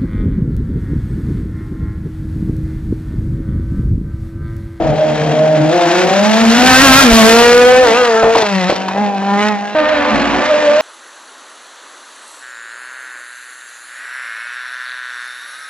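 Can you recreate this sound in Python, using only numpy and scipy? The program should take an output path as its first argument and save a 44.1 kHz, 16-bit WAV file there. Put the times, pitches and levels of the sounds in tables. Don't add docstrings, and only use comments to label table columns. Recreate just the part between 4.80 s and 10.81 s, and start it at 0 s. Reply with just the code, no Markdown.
import sys
import numpy as np
from scipy import signal
from scipy.fft import rfft, irfft, next_fast_len
from scipy.io import wavfile
from scipy.ndimage import uniform_filter1d

SR = 44100
rng = np.random.default_rng(int(sys.argv[2]) if len(sys.argv) > 2 else 0)


def file_out(sig):
    cols = np.atleast_2d(sig).T
    lim = np.clip(cols, -1, 1)
    pcm = np.round(lim * 32767).astype(np.int16)
    wavfile.write(sys.argv[1], SR, pcm)


N = 265041
TIME = np.arange(N) / SR
BINS = np.maximum(np.fft.rfftfreq(next_fast_len(N, True), 1 / SR), 1)
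JUMP_S = 4.949


def from_db(db):
    return 10 ** (np.asarray(db) / 20)


def rms_one(x):
    return x / np.sqrt(np.mean(x ** 2) + 1e-20)


def in_time(rows):
    s, *columns = np.transpose(rows)
    return np.array([np.interp(TIME, s, c) for c in columns])


def across_jump(near, far):
    share = np.clip((TIME - JUMP_S) / .004 + .5, 0, 1)
    return (1 - share) * near + share * far


def at_hz(points, hz):
    f, value = np.transpose(points)
    return np.interp(np.log(hz), np.log(f), value)


def colour(points, hz):
    beyond = np.abs(np.log2(hz / np.clip(hz, points[0][0], points[-1][0])))
    return from_db(at_hz(points, hz) - 30 * beyond)


def filtered(x, response):
    size = next_fast_len(N, True)
    return irfft(rfft(x, size) * response, size)[..., :N]


def drift(rate_hz):
    step = 40
    r = np.exp(-2 * np.pi * rate_hz * step / SR)
    settle = 2000
    slow = signal.lfilter([1], [1, -2 * r, r * r], rng.standard_normal(N // step + settle + 2))[settle:]
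    return np.interp(np.arange(N) / step, np.arange(len(slow)), rms_one(slow))


# frequency in Hz, correlation 0-1.
LIKENESS = [(40, 0), (250, 0.98), (700, 1), (1500, 1), (3000, 1), (7000, 0.9), (15000, 0.96)]


def turbulence(spectrum, gate=1):
    alike = np.clip(at_hz(LIKENESS, BINS), 0, 1)
    noise = gate * rng.standard_normal((2, N))
    mid, side = filtered(noise, colour(spectrum, BINS) * np.sqrt([1 + alike, 1 - alike]))
    return rms_one(np.array([mid + side, mid - side]))


# time in seconds, side (0 nose, 1 front corner, 2 flank,
# 3 rear corner, 4 tail, 5 rear quarter in the bend; more counts as 5).
ASPECT = [(0, 0), (1.15, 0.45), (1.45, 1), (1.8, 1.1), (1.9, 1.5), (2.0, 2.5), (2.19, 2), (2.26, 3),
          (2.36, 3), (2.55, 3.5), (2.85, 4), (3.6, 4), (4.15, 5), (4.94, 8)]


def side_shown():
    return across_jump(np.clip(in_time(ASPECT)[0], 0, 5), 0)


CARRY = { "note": (1, 1.2568, 0.5, -10.5, -1.5), "burble": (-9, 1.23, -1, -21, 5),
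         "rasp": (-6, 1.5764, 2, -19.5, -0.5), "hiss": (-7.5, 2, 1.5, -38.5, 8.5),
         "fizz": (-19.5, 2.5, 0.5, -62.5, 0.5), "rumble": (-22, 3, -12.5, -42, -10.5), }
PASS_S, SPEED_M_PER_S, NEAREST_M = 2.231, 18.34, 6.64


def carried_db(layer):
    nearest_db, falloff, behind_db, far_db, rise_db_per_s = CARRY[layer]
    distance_m = np.hypot(NEAREST_M, SPEED_M_PER_S * (TIME - PASS_S))
    near_db = nearest_db - falloff * 20 * np.log10(distance_m / NEAREST_M)
    near_db = near_db + behind_db * np.clip(side_shown() - 3, 0, 1)
    return across_jump(near_db, far_db + rise_db_per_s * (TIME - JUMP_S))


# start and end of the hold in seconds,
# then the change in dB of the note, of the gas noise, of uneven firing, of the gusts and thuds.
MOVES = [(0, 0.124, 2, -1, 8, 46.5), (0.182, 0.284, -2.5, 0.5, 1, 21.5), (0.313, 0.573, -1, 2.5, 3.5, 25),
         (0.63, 0.869, -0.5, -1.5, -0.5, 9), (0.928, 1.213, 1.5, 3, -8, -17),
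         (1.365, 1.76, -2.5, -1, -5.5, -18), (1.899, 2.186, 7.5, 4, -3, 10.5),
         (2.273, 2.287, 4.5, -6.5, -8.5, -11), (2.345, 2.586, 7, 3, -3.5, -6),
         (2.624, 3.005, 5.5, 1, -0.5, -4), (3.072, 3.116, -0.5, 1, 3.5, 16), (3.277, 3.523, 0, -1, -11, 17),
         (3.555, 3.596, -4, 5, 1, 4), (3.66, 3.88, -3.5, 2.5, -16, -13), (3.926, 3.93, -9, 3.5, 0, 25),
         (3.96, 4.143, -8, -2, -1, 19), (4.294, 4.414, -3.5, -2, -0.5, -12), (4.511, 4.562, 3.5, 5, -3, -3),
         (4.613, 4.666, 4, 11.5, -4, -1), (4.715, 4.73, 1.5, 3.5, -3, 0), (4.781, 4.95, -5, 1.5, -3, 0),
         (4.951, 5.041, 2, -1.5, -9, 0.5), (5.11, 5.28, 1, 0.5, -6, 6), (5.347, 5.577, -5, 1, 0.5, 17.5),
         (5.65, 6.01, -2, 0.5, -8.5, 8)]
MOVE_S = 0.051


def throttle_and_gusts():
    out = 0
    for start, end, *change_db in MOVES:
        held = np.clip(1 + np.minimum(TIME - start, end - TIME) / MOVE_S, 0, 1)
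        same_stretch = (TIME < JUMP_S) == (start < JUMP_S)
        out = out + np.outer(change_db, held * same_stretch)
    return out


# time in seconds, firing rate in Hz with Doppler shift.
REVS = [(0, 169.6), (.12, 149.9), (.2, 155.5), (.42, 152.1), (.63, 155.9), (.88, 153.7), (.94, 177.7),
        (1.07, 172.1), (1.31, 189.9), (1.58, 225.6), (1.7, 229), (1.8, 246.4), (1.87, 258), (1.93, 254.9),
        (1.99, 264.3), (2.04, 277.4), (2.09, 264.3), (2.14, 261.1), (2.19, 276.1), (2.225, 270.5),
        (2.26, 244.6), (2.31, 226.7), (2.36, 226.4), (2.43, 220.2), (2.6, 236.2), (2.79, 244.2),
        (3.0, 256.2), (3.045, 248.2), (3.08, 226.1), (3.115, 222), (3.19, 253.6), (3.34, 221.9),
        (3.57, 229.4), (3.67, 204), (3.85, 178.2), (3.9, 191.2), (4.11, 189), (4.21, 208.4), (4.38, 194.9),
        (4.56, 202.3), (4.69, 213.5), (4.77, 202.6), (4.94, 207)]
FAR_REVS = [(4.95, 311), (5.04, 300.9), (5.1, 310.7), (5.17, 294.7), (5.23, 288.4), (5.27, 298.6),
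            (5.31, 299.7), (5.37, 278.8), (5.5, 283.7), (5.63, 294), (5.7, 310), (5.74, 295), (5.8, 302.7),
            (5.9, 292.3), (6.01, 311)]


def crankshaft(jitter_rad=.045):
    firing_hz = across_jump(in_time(REVS)[0], in_time(FAR_REVS)[0])
    return firing_hz, 2 * np.pi * np.cumsum(firing_hz) / SR + jitter_rad * drift(69)


def roadside(x, fade_s=0.23, dull_hz=2500):
    age = np.arange(SR // 4) / SR
    tail = rng.standard_normal((2, len(age))) * from_db(-30 * age / fade_s) * (age > .006)
    tail = tail / np.sqrt(np.sum(tail ** 2, axis=1, keepdims=True))
    return filtered(x, rfft(tail, next_fast_len(N, True)) / np.sqrt(1 + (BINS / dull_hz) ** 4))


# frequency in Hz, gain in dB.
GATE_COLOUR = [(700, -15), (1100, -6), (1550, -4), (2400, -15)]
GATE_AT_S, GATE_SPREAD_S = 3.39, 0.12
GATE_DELAY_S, GATE_CLOSING_S_PER_S = .195, 0.069


def gate_echo(x):
    delay_s = GATE_DELAY_S - GATE_CLOSING_S_PER_S * (TIME - GATE_AT_S)
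    late = np.interp(TIME - delay_s, TIME, filtered(x.mean(axis=0), colour(GATE_COLOUR, BINS)))
    return late * np.exp(-.5 * ((TIME - GATE_AT_S) / GATE_SPREAD_S) ** 2)


# time in seconds, gain in dB.
WALL_ECHO = [(0, -4.5), (.3, -10.5), (.8, -12), (.97, -1.5), (1.3, -7), (1.5, -12), (1.8, -18),
             (2.3, -32.5), (4.9, -29), (5.0, -14.5), (5.25, -5.5), (5.42, -3.5), (5.58, 2.5), (5.68, -13),
             (5.82, -11.5), (6.01, -17)]
# pitch as a share of the car's own on the near stretch, the same on the far stretch,
# gain in dB.
RETURNS = [(.935, .85, -1.5), (0.96, 0.94, -7.5)]


def wall_echo(phase, firing_hz, order_db):
    out = 0
    for near, far, db in RETURNS:
        ratio = np.where(TIME < JUMP_S, near, far)
        out = out + from_db(db) * exhaust_note(ratio * phase, ratio * firing_hz, order_db, 0)
    return from_db(in_time(WALL_ECHO)[0]) * out


# time in seconds, level in dB, bell-shaped spread in seconds,
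# frequency in Hz.
WAKE = [(2.33, 2.5, 0.0061, 40.7)]


def wake():
    out = 0
    for s, db, spread_s, hz in WAKE:
        age = TIME - s
        out = out + from_db(db) * np.exp(-.5 * (age / spread_s) ** 2) * np.sin(2 * np.pi * hz * age)
    return out


# frequency in Hz, relative level in dB.
RUMBLE = [(12, -9), (30, -4), (60, 10), (100, -2), (160, 6.5), (300, -40.5)]


def rumble(gust_db):
    return from_db(carried_db("rumble") + gust_db) * turbulence(RUMBLE)


# time in seconds, level in dB.
WHINE_DB = [(0, -54), (.2, -37), (.6, -37), (.75, -44), (1.15, -33), (1.7, -60), (2.5, -82)]


def gear_whine(phase, teeth_per_firing=21.0, wander_rad=1.4):
    return from_db(in_time(WHINE_DB)[0]) * np.cos(teeth_per_firing * phase + wander_rad * drift(29))


# start in seconds, level in dB, ring in Hz, time in seconds for the blast to fall 35 dB.
BACKFIRES = [(3.427, 1, 690, 0.14), (3.45, -7, 800, 0.057), (3.552, 1, 690, 0.075), (3.583, -9, 800, 0.016),
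             (3.601, -18, 780, 0.16), (3.625, -5, 720, 0.041), (3.896, 4, 587.8, 0.034),
             (3.922, -2, 417, 0.024), (4.082, -10.5, 1086, 0.045), (4.108, -12.5, 1022, 0.024),
             (4.145, -15, 700.2, 0.069), (4.16, -11.5, 645, 0.045), (4.179, -12, 760, 0.05),
             (4.416, -16, 800, 0.033)]
# start in seconds, peak in dB.
CRACKS = [(3.556, -5), (3.581, -6.5), (3.621, -8.5), (3.899, -8), (3.961, -12.5), (4.083, -12), (4.11, -29),
          (4.163, -30), (4.345, -20.5), (4.42, -27), (4.65, -17.5), (4.665, -13), (4.684, -11)]


def backfires(body_db=-10.0, body_hz=900, ring_width_hz=340, crack_hz=4500, crack_s=0.012):
    out, age = np.zeros((2, N)), np.arange(SR // 10) / SR
    body_band = signal.butter(2, [45, body_hz], "band", fs=SR, output="sos")
    crack_band = signal.butter(2, [1000, crack_hz], "band", fs=SR, output="sos")
    r = np.exp(-np.pi * ring_width_hz / SR)
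    for s, db, hz, length in BACKFIRES:
        blast = rng.standard_normal(len(age)) * from_db(-35 * age / length)
        body = signal.sosfilt(body_band, blast)
        boom = signal.lfilter([1, 0, -1], [1, -2 * r * np.cos(2 * np.pi * hz / SR), r * r], body)
        bang = boom / np.abs(boom).max() + from_db(body_db) * body / np.abs(body).max()
        start = round(s * SR)
        out[:, start:start + len(age)] += from_db(db) * bang
    for s, db in CRACKS:
        blast = rng.standard_normal(len(age)) * from_db(-20 * age / crack_s)
        crack = signal.sosfilt(crack_band, blast)
        start = round(s * SR)
        out[:, start:start + len(age)] += from_db(db) * crack / np.abs(crack).max()
    return out


# frequency in Hz, relative level in dB.
FIZZ = [(6500, -12), (8300, 3.5), (11000, 8), (13000, 1), (16000, -22.5)]


def fizz(puff):
    return from_db(carried_db("fizz")) * turbulence(FIZZ, puff)


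# frequency in Hz, relative level in dB.
BURBLE = [(120, -48), (200, -1), (270, -3.5), (400, -8.5), (520, -2), (720, 0.5), (950, -12), (1300, -13.5),
          (1700, -39.5)]


def burble(phase, firing_hz, line_db=-1.5, noise_db=-3.0, half_db=1.5, unsteady_db=5):
    lines = 0
    for k in range(3, 24):
        if k % 4:
            level = from_db(unsteady_db * drift(6.2) + half_db * (k % 2 == 0))
            lines = lines + level * colour(BURBLE, k * firing_hz / 4) * np.cos(k * phase / 4 + drift(7))
    return from_db(line_db) * rms_one(lines) + from_db(noise_db) * turbulence(BURBLE)


def puffs(phase, facing, depth=0.29):
    puff = np.exp(depth * facing * np.cos(phase))
    return puff / np.sqrt(uniform_filter1d(puff ** 2, size=2000))


def firing_strength(phase, spread_db=2.4):
    turns = phase / (2 * np.pi)
    strengths = rng.standard_normal(2000)
    return rms_one(from_db(spread_db * np.interp(turns, np.arange(len(strengths)), strengths)))


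def pulses(phase, firing_hz, spectrum, tilt_db, scatter_rad=0.82, count=32, patchy_db=4.2):
    out, gains = 0, colour(spectrum, BINS)
    for k in range(7, count):
        level_db = tilt_db * np.log2(k * firing_hz / 1800) + patchy_db * drift(5.9)
        level = np.interp(k * firing_hz, BINS, gains) * from_db(level_db)
        out = out + level * np.cos(k * phase + scatter_rad * drift(14.6))
    return out / np.sqrt(uniform_filter1d(out ** 2, size=3000) + 1e-12)


# frequency in Hz, relative level in dB.
RASP = [(900, 1), (1250, -2), (1600, 1), (2000, -2), (2500, -3), (3300, -9), (4200, -13)]
HISS = [(2700, 4.5), (3600, 5), (5000, 3.5), (6500, 2), (8000, -3.5), (10000, -90)]
BRASSY_BY_SIDE = [(0, .06), (1, .1), (1.5, .4), (2, .62), (3, .66), (4, .62), (5, .62)]
FAR_BRASSY, BRASSY_PER_GAS_DB = .07, .04
TILT_DB_PER_OCTAVE, TILT_PER_NOTE_DB = 2, -0.53
BEND_HISS_DB, BEND_TILT_DB_PER_OCTAVE = -1.5, -5.5
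RASP_PER_NOTE_DB = 0.0949


def exhaust_gas(phase, firing_hz, puff, side, load_db, gas_db, hiss_tonal_share=0.28):
    in_bend = np.clip(side - 4, 0, 1)
    tilt_db = TILT_DB_PER_OCTAVE + TILT_PER_NOTE_DB * load_db + BEND_TILT_DB_PER_OCTAVE * in_bend
    near_brassy = np.interp(side, *np.transpose(BRASSY_BY_SIDE)) + BRASSY_PER_GAS_DB * gas_db * in_bend
    brassy = across_jump(np.clip(near_brassy, 0, .9), FAR_BRASSY)
    tonal = np.clip(hiss_tonal_share * brassy, 0, 1)

    def blend(spectrum, share):
        fronts = pulses(phase, firing_hz, spectrum, tilt_db)
        return np.sqrt(share) * fronts + np.sqrt(1 - share) * turbulence(spectrum, puff)

    rasp = from_db(carried_db("rasp") + RASP_PER_NOTE_DB * load_db) * blend(RASP, brassy)
    hiss = from_db(carried_db("hiss") + BEND_HISS_DB * in_bend) * blend(HISS, tonal)
    return (rasp + hiss) * firing_strength(phase)


# frequency in Hz, base level in dB of a partial at the nearest point (for AFAR, on the far stretch).
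NOSE = [(155, -3.5), (175, -29.5), (230, -18.5), (305, -9), (345, -3), (460, -9.5), (550, -13), (612, -2),
        (700, -7), (780, -12.5), (1200, -29), (1600, -56)]
FRONT_CORNER = [(185, -6), (210, -4), (240, -3), (350, -6), (430, -13.5), (470, -3), (520, -10), (580, -5),
                (640, -4), (710, -11.5), (850, -13), (1100, -26.5), (1280, -22), (1400, -20), (1520, -17)]
FLANK = [(250, -8), (268, -15), (520, -11), (790, -8.5), (1000, -22), (1070, -13.5), (1270, -13.5),
         (1350, -7), (1530, -12), (1640, -14)]
REAR_CORNER = [(220, -4.5), (245, -7.5), (450, -10), (490, -11.5), (665, -8), (720, -32), (900, -32.5),
               (1400, -24.5)]
TAIL = [(190, -0.5), (222, -17), (255, -20), (400, -6), (450, 5), (490, 9), (520, 6.5), (580, -2.5),
        (675, -3), (720, -8), (760, -9), (920, -10.5), (1000, -14), (1120, -17.5), (1240, -10.5),
        (1350, -17), (1500, -10)]
QUARTER = [(200, 0.5), (400, -4), (600, -9.5), (740, -3.5), (810, 1.5), (860, -7), (1010, -11),
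           (1070, -18.5), (1200, -19.5), (1280, -21)]
AFAR = [(275, -1.5), (305, -17), (540, -11.5), (610, -9), (700, -9), (900, -14), (1220, -15.5), (1550, -23),
        (1800, -18.5)]
# time in seconds, gain in dB at its pitch.
HOWL_DB = [(0, 0), (.15, 3.5), (.195, 12), (.33, 1), (.41, 6), (.48, -10), (.64, 10), (.74, 3.5), (.85, -6),
           (.97, 0), (1.2, -2), (4.95, 11), (5.1, 5.5), (5.2, 4.5), (5.3, 9), (5.36, 5.5), (5.6, 2.5),
           (5.66, 16.5), (5.8, 15), (6.01, 19.5)]
HOWL_HZ, HOWL_WIDTH_HZ = 583, 73


def partial_db(hz, side):
    sides = (NOSE, FRONT_CORNER, FLANK, REAR_CORNER, TAIL, QUARTER)
    near = sum(np.clip(1 - np.abs(side - k), 0, 1) * at_hz(points, hz) for k, points in enumerate(sides))
    bell = np.exp(-.5 * ((hz - HOWL_HZ) / HOWL_WIDTH_HZ) ** 2)
    howl = in_time(HOWL_DB)[0] * np.clip(1 - side, 0, 1) * bell
    return across_jump(near, at_hz(AFAR, hz)) + howl


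# time in seconds, change in dB of the second partial, of the third.
LOW_PARTIALS_DB = [(0, 0, 3), (.2, -2, -6), (.5, 0.5, 7), (.66, -6, 0), (.8, 7.5, -14), (.95, -0.5, 1.5),
                   (1.1, -2, -4.5), (1.22, -2, 1.5), (1.5, -5.5, -0.5)]
STEEPEN_PER_GAS_DB = 1.0


def partial_levels(firing_hz, side, gas_db, count):
    second_db, third_db = in_time(LOW_PARTIALS_DB)
    levels = []
    for k in range(1, count + 1):
        steepen = STEEPEN_PER_GAS_DB * np.clip(side - 4, 0, 1) * np.clip((k - 4) / 2, 0, 1)
        shift_db = (k == 2) * second_db + (k == 3) * third_db
        levels.append(partial_db(k * firing_hz, side) + steepen * gas_db + shift_db)
    return np.array(levels)


# frequency in Hz, width in Hz, relative strength in dB.
PIPE = [(222, 29.5, 6), (514.5, 28, 5.5), (800, 160, 8), (1556, 280, -10)]


def pipe_phase(hz):
    return np.angle(sum(from_db(db) / (1 + 2j * (hz - f) / width) for f, width, db in PIPE))


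def exhaust_note(phase, firing_hz, order_db, facing, flutter_db=1.46, flutter_rad=0.56):
    out, shift = 0, np.unwrap(pipe_phase(BINS))
    for k, db in enumerate(order_db, 1):
        level = from_db(db + flutter_db * (2.0 - facing) * drift(11.1))
        wander = flutter_rad * (1 - facing) * drift(4.9)
        pipe_shift = np.interp(k * firing_hz, BINS, shift)
        out = out + np.sqrt(2) * level * np.cos(k * phase + pipe_shift + wander)
    return out


FACING_BY_SIDE = [(0, 0.06), (1, 0), (2, 0.29), (3, 0.44), (4, 0.5), (5, 0.55)]
# time in seconds, left minus right in dB.
BEARING = [(0, 2), (.8, 2.5), (1.3, 1.5), (1.8, 1.4), (3.2, 1.5), (4.9, -0.5), (5.0, -0.5), (6.01, -1)]


def scene(roadside_db=-7.5, count=6):
    firing_hz, phase = crankshaft()
    load_db, gas_db, uneven_db, gust_db = throttle_and_gusts()
    side = side_shown()
    facing = np.clip(np.interp(side, *np.transpose(FACING_BY_SIDE)), 0, 1)
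    puff = puffs(phase, facing)
    order_db = carried_db("note") + load_db + partial_levels(firing_hz, side, gas_db, count)
    note = exhaust_note(phase, firing_hz, order_db, facing)
    echo = wall_echo(phase, firing_hz, order_db)
    uneven = from_db(carried_db("burble") + uneven_db) * burble(phase, firing_hz)
    gas = exhaust_gas(phase, firing_hz, puff, side, load_db, gas_db)
    engine = note + echo + uneven + from_db(gas_db) * (gas + fizz(puff))
    sources = engine + rumble(gust_db) + gear_whine(phase) + backfires()
    scattered = from_db(roadside_db) * roadside(sources * np.sqrt(1 - facing))
    panned = sources * from_db(in_time(BEARING) * [[.5], [-.5]])
    return panned + scattered + gate_echo(note + gas) + wake()


def record(dry, top=0.66, knee=7.2, port_lag_ms=0.051, widen_rad=0.033, widen_hz=1800, low_cut_hz=14):
    clipped = dry / (1 + np.abs(dry / top) ** knee) ** (1 / knee)
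    lead = 2 * np.pi * BINS * port_lag_ms / 1000
    lead = lead + widen_rad / (1 + (BINS / widen_hz) ** 2)
    response = np.exp(.5j * lead * [[1], [-1]]) / (1 + (low_cut_hz / BINS) ** 4)
    ports = filtered(clipped * np.minimum(TIME / 0.0026, 1), response)
    return signal.sosfilt(signal.cheby2(16, 70, 16300, fs=SR, output="sos"), ports)


dry = scene()
out = record(dry)
file_out(out)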